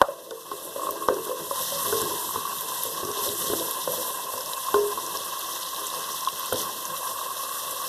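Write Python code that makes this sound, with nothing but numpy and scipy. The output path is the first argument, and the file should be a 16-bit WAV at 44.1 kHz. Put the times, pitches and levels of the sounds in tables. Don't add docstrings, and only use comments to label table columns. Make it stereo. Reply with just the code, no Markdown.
import sys
import numpy as np
from scipy import signal
from scipy.fft import rfft, irfft, next_fast_len
from scipy.io import wavfile
from scipy.ndimage import uniform_filter1d, map_coordinates

SR = 44100
rng = np.random.default_rng(int(sys.argv[2]) if len(sys.argv) > 2 else 0)


def int16_out(signal):
    q = np.round(np.clip(np.atleast_2d(signal).T, -1, 1) * 32767)
    wavfile.write(sys.argv[1], SR, q.astype(np.int16))


N = 347508


def amp(db):
    return 10 ** (np.asarray(db) / 20)


def unit(x):
    return x / np.sqrt(np.mean(x ** 2) + 1e-20)


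def along(points, hz):
    f, v = np.transpose(points)
    return np.interp(np.log(hz + 1), np.log(f + 1), v)


def curves(rows):
    s, *cols = np.transpose(rows)
    return [np.interp(np.arange(N) / SR, s, c) for c in cols]


def wobble(knots_per_s):
    knots = rng.standard_normal(int(N * knots_per_s / SR) + 4)
    return map_coordinates(knots, [np.arange(N) * knots_per_s / SR])


def filtered(x, response):
    m = next_fast_len(N + SR // 2)
    return irfft(rfft(x, m) * response(np.fft.rfftfreq(m, 1 / SR)), m)[..., :N]


def resonances(modes):
    def mode(f, k, hz, width_hz, db):
        return (-1) ** k * amp(db) * 1j * f * width_hz / (hz * hz - f * f + 1j * f * width_hz)
    return lambda f: sum(mode(f, k, *row) for k, row in enumerate(modes))


def butter_filtered(x, order, hz, kind):
    return signal.sosfilt(signal.butter(order, hz, kind, fs=SR, output="sos"), x)


# (time [s], high fizz [dB], spit, mostly 2-7 kHz [dB], hum of the air in the pan [dB])
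FRYING_LEVELS = [(0.03, -47, -47, -39.5), (0.33, -48.5, -46, -51), (0.48, -44.5, -44.5, -43),
                 (0.6, -38.5, -40, -44), (0.88, -38, -39, -39), (1.12, -38.5, -39, -38.5),
                 (1.47, -36, -36.5, -37.5), (1.62, -30, -29.5, -37), (1.95, -30, -29, -32),
                 (2.33, -31, -32.5, -35.5), (2.4, -35.5, -34, -33.5), (2.8, -32, -33, -37),
                 (3.1, -35.5, -33.5, -36), (3.4, -28, -31, -38.5), (3.65, -29.5, -31, -37),
                 (3.84, -34, -34, -38.5), (4.0, -31.5, -33.5, -34.5), (4.4, -35.5, -35, -36),
                 (4.6, -33, -34, -35), (5.3, -37, -33, -36.5), (6.2, -36.5, -32.5, -36.5),
                 (6.7, -37.5, -33, -36.5), (7.1, -35.5, -36, -35.5), (7.88, -33.5, -33, -35.5)]
# (frequency [Hz], level [dB])
SPIT_SPECTRUM = [(1100, -13), (1620, -8.5), (1900, -6), (2200, -3.5), (2450, -13), (2700, -10), (3000, -3),
                 (3650, -1), (4000, -1.5), (4600, -3), (5300, -1), (5650, -2), (6300, -3), (8000, -8.5),
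                 (11000, -5.5)]
# (frequency [Hz], level [dB])
FIZZ_SPECTRUM = [(4000, -89), (7000, -4), (9500, -4.5), (11000, -0.5), (12000, 0), (13000, -1),
                 (14000, -9.5), (15000, -4.5)]
SPIT_FOLLOWS = 0.73


def frying():
    fizz_db, spit_db, hum_db = curves(FRYING_LEVELS)
    surge = wobble(12) + 1.18 * wobble(45)
    swell_db = swells()
    fizz = bursts(spread_db=-2.0, patchy_db=1.5)
    fizz = unit(filtered(fizz, lambda f: amp(along(FIZZ_SPECTRUM, f))))
    spit = bursts(spread_db=5.5, patchy_db=1.5)
    spit = unit(filtered(spit, lambda f: amp(along(SPIT_SPECTRUM, f))))
    hum = humming(amp(1.5 * wobble(60)) * rng.standard_normal((3, N)))
    fizz = amp(fizz_db + swell_db + 0.084 * surge + 1.33 * wobble(25)) * fizz
    spit = amp(spit_db + SPIT_FOLLOWS * swell_db + 0.83 * surge) * spit
    return fizz + spit + amp(hum_db + 1.3 * wobble(14)) * hum


def bursts(spread_db, patchy_db):
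    size = amp(spread_db * uniform_filter1d(rng.exponential(size=N), size=8))
    z = signal.stft(size * rng.standard_normal((3, N)), nperseg=256)[2]
    patches = uniform_filter1d(rng.standard_normal(z.shape[1:]), size=9, axis=0)
    patches = uniform_filter1d(patches, size=5, axis=1)
    return signal.istft(z * amp(patchy_db * unit(patches)), nperseg=256)[1][:, :N]


# (time [s], change from the steady fizz [dB])
FIZZ_SWELLS = [(.915, 0), (1.25, 5), (1.49, -2), (1.88, 0.5), (2.85, 3.5), (3.25, 5.5), (3.42, 1),
               (3.71, -0.5), (3.95, 3), (5.42, 0.5), (6.592, 6.5), (6.89, -0.5), (6.98, 4.5), (7.07, 4.5),
               (7.39, 0), (7.569, 1.5)]
SWELL_ONSET_S, SWELL_RETURN_S = 0.028, 0.034


def swells():
    t = np.arange(N) / SR
    return sum(db * np.exp(-((t - s) / np.where(t < s, SWELL_ONSET_S, SWELL_RETURN_S)) ** 2)
               for s, db in FIZZ_SWELLS)


# (frequency [Hz], width [Hz], level [dB])
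AIR_MODES = [(1065, 115, 0), (1620, 50, -6), (560, 200, -13), (2680, 110, -3)]
# (time [s], first mode [Hz])
AIR_TUNING = [(0.1, 1049), (0.6, 1090), (0.66, 1027), (0.97, 1098), (1.57, 1037), (1.96, 1081),
              (2.22, 1017), (2.44, 1095), (2.81, 1017), (3.05, 1099), (3.28, 1052), (3.41, 1107),
              (3.59, 1035), (5.08, 1054), (5.23, 1081), (6.75, 1057), (7.51, 1105), (7.88, 1095)]


def humming(drive):
    mouth = resonances([(1101, 185, 0.5), (397, 1600, -7.5), (1930, 1190, -1.5)])
    first_mode, other_modes = resonances(AIR_MODES[:1]), resonances(AIR_MODES[1:])
    first = filtered(drive, lambda f: first_mode(f) * mouth(f))
    shift_rad = 2 * np.pi * np.cumsum(curves(AIR_TUNING)[0] - AIR_MODES[0][0]) / SR
    first = np.real(signal.hilbert(first, next_fast_len(N))[:, :N] * np.exp(1j * shift_rad))
    return unit(first + filtered(drive, lambda f: other_modes(f) * mouth(f)))


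# (time [s], level [dB])
BUBBLE_THUMPS = [(0.795, -18.5), (0.817, -20), (.833, -18), (0.869, -14.5), (1.022, -19.5), (1.036, -26),
                 (1.281, -20), (1.314, -19), (1.557, -19.5), (1.58, -20), (1.826, -25), (2.084, -24),
                 (2.11, -20), (2.139, -22), (2.228, -22), (2.272, -23), (2.29, -17.5), (2.308, -17.5),
                 (2.381, -24), (2.452, -20), (2.719, -18), (3.713, -20), (3.997, -24), (4.079, -22),
                 (4.376, -23), (4.668, -19), (4.684, -13.5), (4.975, -16), (4.985, -17), (5.654, -25),
                 (5.938, -19.5), (6.273, -10), (6.429, -22), (6.631, -23), (6.641, -19.5), (6.668, -22.5),
                 (7.213, -18), (7.8, -24)]
# (time [s], level [dB], pitch [Hz])
OIL_POPS = [(0.308, -25, 3600), (0.9082, -7, 13100), (1.0806, -23, 5500), (1.1425, -25, 5700),
            (1.251, -14, 11300), (1.6224, -26, 3870), (1.8825, -10, 10900), (2.0165, -11, 7800),
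            (2.4939, -28, 5670), (2.585, -24, 3830), (2.6092, -9, 13620), (2.835, -7.5, 11400),
            (3.05, -20, 5710), (3.115, -18.5, 5700), (3.17, -24, 3760), (3.252, -26, 10600),
            (3.2894, -18.5, 3820), (3.597, -21, 3484), (3.6944, -27, 11650), (3.7103, -8, 11220),
            (3.834, -24, 5520), (3.9199, -9.5, 11750), (3.9455, -19, 12740), (4.3795, -22, 5560),
            (4.4078, -18, 5190), (4.46, -21, 5530), (4.534, -19.5, 3900), (4.6441, -16, 8800),
            (4.7427, -24, 3416), (5.064, -20, 5840), (5.1715, -15.5, 5350), (5.227, -27, 5700),
            (5.2497, -18, 10860), (5.392, -12, 13700), (5.6604, -25, 3810), (5.7461, -25, 3720),
            (5.7622, -20.5, 4000), (5.868, -11, 7920), (5.902, -24, 3700), (5.947, -21.5, 5050),
            (5.9929, -24, 5610), (6.208, -21, 5640), (6.249, -18, 4300), (6.266, -20, 3400),
            (6.286, -19.5, 2730), (6.3953, -13, 13380), (6.459, -15, 8500), (6.525, -19, 3223),
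            (6.529, -10.5, 9000), (6.531, -14, 12500), (6.559, -21, 3720), (6.6167, -18, 6165),
            (6.8534, -15, 6400), (6.8787, -16, 11440), (6.9657, -28, 3930), (6.9779, -16, 11000),
            (7.0648, -23, 11120), (7.2201, -29, 3720), (7.3072, -36, 3360), (7.369, -26, 3460),
            (7.7099, -17, 7940)]
BUBBLE_T60_S = 0.038
POP_CYCLES = 36


def pops():
    out, t = np.zeros(N + SR), np.arange(SR // 8) / SR
    for s, db in BUBBLE_THUMPS:
        out[round(s * SR):][:len(t)] += thump(s, db, BUBBLE_T60_S, t)
    for s, db, hz in OIL_POPS:
        hiss = unit(butter_filtered(rng.standard_normal(len(t)), 1, [0.9 * hz, 1.55 * hz], "bandpass"))
        crack = np.sin(2 * np.pi * hz * t) + 0.7 * hiss
        envelope = amp(db - 60 * t * hz / POP_CYCLES) * (1 - np.exp(-t / 0.00015))
        out[round(s * SR):][:len(t)] += envelope * crack
    return out[:N]


def thump(s, db, t60_s, t):
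    hz = np.interp(s, *np.transpose(AIR_TUNING)) * rng.normal(1, 0.0037)
    return amp(db - 60 * t / t60_s) * (1 - np.exp(-t / 0.0012)) * np.sin(2 * np.pi * hz * t)


TICKS_UNDER_SPIT_DB = -13


def crackles(count=900):
    when, pitch = rng.random(count), rng.standard_normal(count)
    size = np.minimum(rng.exponential(size=count), 4)[:, None]
    t = np.arange(SR // 100) / SR
    hz = np.clip(5000 * np.exp(.35 * pitch), 2600, 13000)[:, None]
    envelope = amp(4.8 * size - 60 * t * hz / 35) * (1 - np.exp(-t / 0.0019))
    ticks = envelope * np.sin(2 * np.pi * hz * t)
    where = (when[:, None] * N).astype(int) + np.arange(len(t))
    level_db = curves(FRYING_LEVELS)[1] + TICKS_UNDER_SPIT_DB
    return amp(level_db) * np.bincount(where.ravel(), ticks.ravel(), N)[:N]


# (time [s], steel level [dB], air thump [dB], clack [dB],
# thud [dB, each stand mode 3.5 dB under this plus its own level],
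# pitch most struck [Hz], t60 of the damping by potatoes before limiting [s], air t60 [s])
PAN_KNOCKS = [(0.016, -4, 7.5, -6, -49, 587, 0.078, 0.013), (.085, -19.5, -31, -36, -59, 577, 0.24, 0.063),
              (.31, -25, -38, -29.5, -55, 470, 0.46, 0.065),
              (0.515, -26, -22.5, -27.5, -58, 394, 0.21, 0.075),
              (0.761, -20, -28, -40, -44, 567, 0.14, 0.083), (.89, -20.5, -15, -40, -57, 500, 0.13, 0.047),
              (1.086, -7.5, 1.5, -15.5, -48, 490, 0.22, 0.012),
              (1.106, -12.5, -43, -34, -54, 380, 0.21, .03), (1.165, -21, -34, -32, -55, 380, 0.19, .035),
              (1.267, -26, -36, -32, -54, 390, 0.6, .035), (1.294, -18.5, -27, -50, -50, 504, 0.53, 0.085),
              (1.511, -20, -12.5, -42, -57, 550, 0.14, 0.031), (1.721, -25.5, -31, -34, -49, 550, 1, .035),
              (1.926, -17, -25, -19.5, -34, 450, 0.37, 0.48), (2.015, -43, -34, -27, -29, 444, 0.28, .035),
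              (2.096, -27, -40, -45, -45, 510, 0.31, .035), (2.359, -22, -13.5, -32, -31, 443, 0.18, 0.046),
              (2.63, -31.5, -40, -50, -48, 450, 0.35, 0.036),
              (2.852, -22.5, -43, -47, -38, 478, 0.44, 0.048),
              (3.03, -17.5, -30, -39, -29, 370, 0.18, 0.037), (3.087, -24, -29, -32, -35, 382, 0.37, 0.053),
              (3.173, -27, -38, -50, -55, 420, 0.36, .035), (3.219, -35, -37, -45, -37, 417, .2, .035),
              (3.278, -23.5, -37, -39, -31, 417, 0.085, 0.032),
              (3.498, -20, -23, -29, -29, 407, 0.19, 0.028),
              (3.534, -8.5, -13.5, -23.5, -34, 398, 0.032, 0.019),
              (3.555, -20, -39, -40, -47, 337, 0.26, .035), (3.6, -26, -40, -47, -42, 500, 0.57, .035),
              (3.77, -33, -44, -45, -48, 540, 0.14, .035), (3.875, -13.5, -23, -30, -37, 523, 0.19, 0.035),
              (4.337, -26.5, -25, -36, -39, 494, 0.45, .035), (4.742, -11, -17.5, -14, -33, 415, 1, 0.23),
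              (6.524, -13.5, -28, -20.5, -25.5, 487, 0.2, 0.082)]
# (frequency [Hz], level [dB], t60 before scaling [s])
STEEL_MODES = [(332, -1.5, 0.16), (373, -2, 0.4), (412, 5, 0.58), (453.4, 3.5, 0.56), (509.2, 6, 0.15),
               (557.3, 7, 0.098), (586, 3, 0.051), (667.4, 3, 0.36), (930, 6, .15), (1555, 0, .05),
               (1760, -3, .06)]
# (frequency [Hz], width [Hz], level [dB])
STAND_MODES = [(106, 7.6, 5.5), (153.8, 12, 7), (179, 8.6, -3), (250.5, 6.5, 5.5), (294.5, 6.2, 0.5),
               (62, 33, -8), (214, 58, 0)]
MUTE_TIMES = [1.142, 2.016, 4.892]
MUTE_DB_PER_S = 350
NEARNESS_DB, FARTHEST_DB = 118, 21
MODE_LUCK_DB = 3
BLADE_DB = -4
PUSH_DB, PUSH_T60_S = -4.5, 0.013
CRACK_DB, CRACK_T60_S = -12.5, 0.0058
TAIL_DB, TAIL_T60_S = -16.5, 0.17


def knocks():
    out, t = np.zeros(N + SR), np.arange(SR // 3) / SR

    def tone(hz):
        return np.sin(2 * np.pi * hz * t)

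    def wood_noise():
        return unit(butter_filtered(rng.standard_normal(len(t)), 3, [620, 1250], "bandpass"))

    for s, db, air_db, clack_db, thud_db, hz, damping_t60_s, air_t60_s in PAN_KNOCKS:
        steel = steel_ring(hz, damping_t60_s, t)
        muted_db = -MUTE_DB_PER_S * sum(np.maximum(s + t - m, 0) for m in MUTE_TIMES if m > s)
        rattle = amp(1.4 * map_coordinates(rng.standard_normal(40), [t * 70])) * (1 - np.exp(-t / 0.0022))
        steel = amp(db + muted_db) * rattle * steel / np.abs(steel).max()

        clack = wood_noise() + 0.64 * tone(1500) + 1.24 * tone(3150) * amp(-60 * t / 0.0017)
        clack = amp(clack_db - 60 * t / 0.025) * clack
        crack = np.diff(rng.standard_normal(len(t) + 3), n=1)[2:]
        crack = amp(clack_db + CRACK_DB - 60 * t / CRACK_T60_S) * crack
        tail = amp(clack_db + TAIL_DB - 60 * t / TAIL_T60_S) * wood_noise()
        push = amp(db + PUSH_DB - 60 * t / PUSH_T60_S) * tone(hz)
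        push = butter_filtered(push, 2, 220, "highpass")
        blade = amp(air_db + BLADE_DB - 60 * t / 0.0015) * tone(850)

        thud = sum(amp(level) * np.exp(-np.pi * width_hz * t) * tone(f) for f, width_hz, level in STAND_MODES)
        thud = amp(thud_db - 3.5 - 60 * t / 0.14) * (1 - np.exp(-t / 0.0072)) * thud
        blow = steel + clack + crack + tail + push + blade + thud
        out[round(s * SR):][:len(t)] += blow + thump(s, air_db, air_t60_s, t)
    return out[:N]


def steel_ring(struck_hz, damping_t60_s, t):
    damping = 1 / np.clip(damping_t60_s, .04, 1)
    ring = np.zeros(len(t))
    for f, level, t60_s in STEEL_MODES:
        luck, phase = rng.random(2)
        loss_db = min(NEARNESS_DB * abs(np.log(f / struck_hz)), FARTHEST_DB)
        fall_db = 60 * t * (0.16 / t60_s + damping)
        ring += amp(level - loss_db + MODE_LUCK_DB * luck - fall_db) * np.sin(2 * np.pi * (f * t + 0.24 * phase))
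    return ring


# (time [s], low steel modes [dB], high steel modes [dB], rumble of the stand [dB])
STIRRING_LEVELS = [(0.15, -54, -42, -60), (0.4, -47.5, -51, -57), (0.88, -40.5, -38, -52),
                   (1.12, -37, -47, -49.5), (1.45, -41.5, -41, -47), (1.72, -59, -46, -45.5),
                   (1.95, -33, -40, -43.5), (2.33, -44.5, -53, -47.5), (2.8, -52, -47, -54),
                   (3.02, -48, -50, -50), (3.1, -37, -47, -54), (3.2, -45, -42, -50),
                   (3.33, -39.5, -43, -46), (3.47, -45, -44.5, -41.5), (3.6, -33.5, -37.5, -46),
                   (3.78, -47, -50, -55), (3.93, -44.5, -37, -45), (4.2, -47.5, -45, -54),
                   (4.6, -58.5, -43.5, -54.5), (4.92, -39.5, -43, -45), (5.4, -53.5, -51, -58.5),
                   (5.75, -51, -46.5, -56), (6.515, -52, -48.5, -52), (6.54, -30, -35, -43),
                   (6.66, -46, -46.5, -46.5), (6.9, -52, -45, -52), (7.88, -54.5, -45, -56.5)]


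def stirring():
    modes = [(hz, np.log(1000) / np.pi / t60_s * 1.6, db) for hz, db, t60_s in STEEL_MODES]
    bumps = rng.random(N) < 120 / SR
    rub = amp(2.7 * wobble(30)) * (1 + 14 * bumps) * rng.standard_normal((3, N))
    parts = zip(curves(STIRRING_LEVELS), [modes[:4], modes[4:8], STAND_MODES])
    return sum(amp(level_db) * unit(filtered(rub, resonances(body))) for level_db, body in parts)


def echoed(x, t60_s):
    t = np.arange(SR // 20) / SR
    walls = rng.standard_normal((2, len(t))) * amp(-60 * t / t60_s)
    walls = walls / np.linalg.norm(walls, axis=1, keepdims=True)
    return np.vstack([x, signal.fftconvolve(x[None], walls, axes=1)[:, :N]])


# (frequency [Hz], share [0-1])
COMMON_SHARE = [(60, .6), (110, .55), (170, .4), (260, .3), (350, .65), (430, .8), (950, .97), (1250, .99),
                (1800, .45), (1980, .6), (2100, 1), (2450, 1), (2600, .7), (2880, .3), (3130, 1), (3500, 1),
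                (4000, .5), (4600, .65), (5300, .43), (5800, .7), (7700, .2), (8600, .5), (9800, .15),
                (10900, .7), (11600, .15), (13100, .5), (14400, .2)]
# (frequency [Hz], lead [rad])
LEFT_LEAD = [(0, -3.1), (200, -3.1), (330, -5.4), (500, -5.8), (850, -6.3), (1300, -6.3), (1550, -7.4),
             (1950, -8.6), (2080, -9.42), (2500, -9.42), (2600, -10), (2830, -10.8), (3100, -12.57),
             (3700, -12.57), (4650, -15.7), (5900, -18.8), (7250, -22), (8400, -25.1), (9000, -25.4),
             (9400, -28), (10700, -31.4), (12000, -34.5), (13000, -37.3), (14300, -40.1)]
# (frequency [Hz], left minus right [dB])
PORT_TILT = [(40, 0), (100, -1), (180, -3), (340, -6.5), (430, -4), (520, 0.5), (620, 1.5), (920, 0),
             (1600, -2), (1950, -3), (2100, 0), (2500, 0), (2680, -2), (2900, 0), (3550, 0), (4300, -3),
             (4900, -4), (8240, -5.5), (14200, -7.5)]


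def ports(streams, share_limit):
    f, lead_rad = np.transpose(LEFT_LEAD)
    side = np.array([[.5], [-.5]])

    def alike(hz):
        return np.clip(along(COMMON_SHARE, hz), 0, np.where(hz > 1800, share_limit, 1))

    def turn(hz):
        return np.exp(1j * np.interp(hz, f, lead_rad) * [[1], [0]])

    def tilt(hz):
        return amp(side * along(PORT_TILT, hz))

    shared = filtered(streams[0], lambda hz: np.sqrt(alike(hz)) * turn(hz) * tilt(hz))
    return shared + filtered(streams[1:], lambda hz: np.sqrt(1 - alike(hz)) * tilt(hz))


KNOCK_WALL_T60_S, POP_WALL_T60_S = .03, .02
SPOT_SHARE = .85


def scene():
    around = frying() + stirring()
    spots = echoed(pops() + crackles(), POP_WALL_T60_S) + echoed(knocks(), KNOCK_WALL_T60_S)
    return ports(around, share_limit=1) + ports(spots, SPOT_SHARE)


TOP_HZ = 14290


def record(dry):
    heard = butter_filtered(dry, 2, 28, "highpass")
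    return filtered(np.clip(heard, -1, 1), lambda hz: hz < TOP_HZ)


dry = scene()
out = record(dry)
int16_out(out)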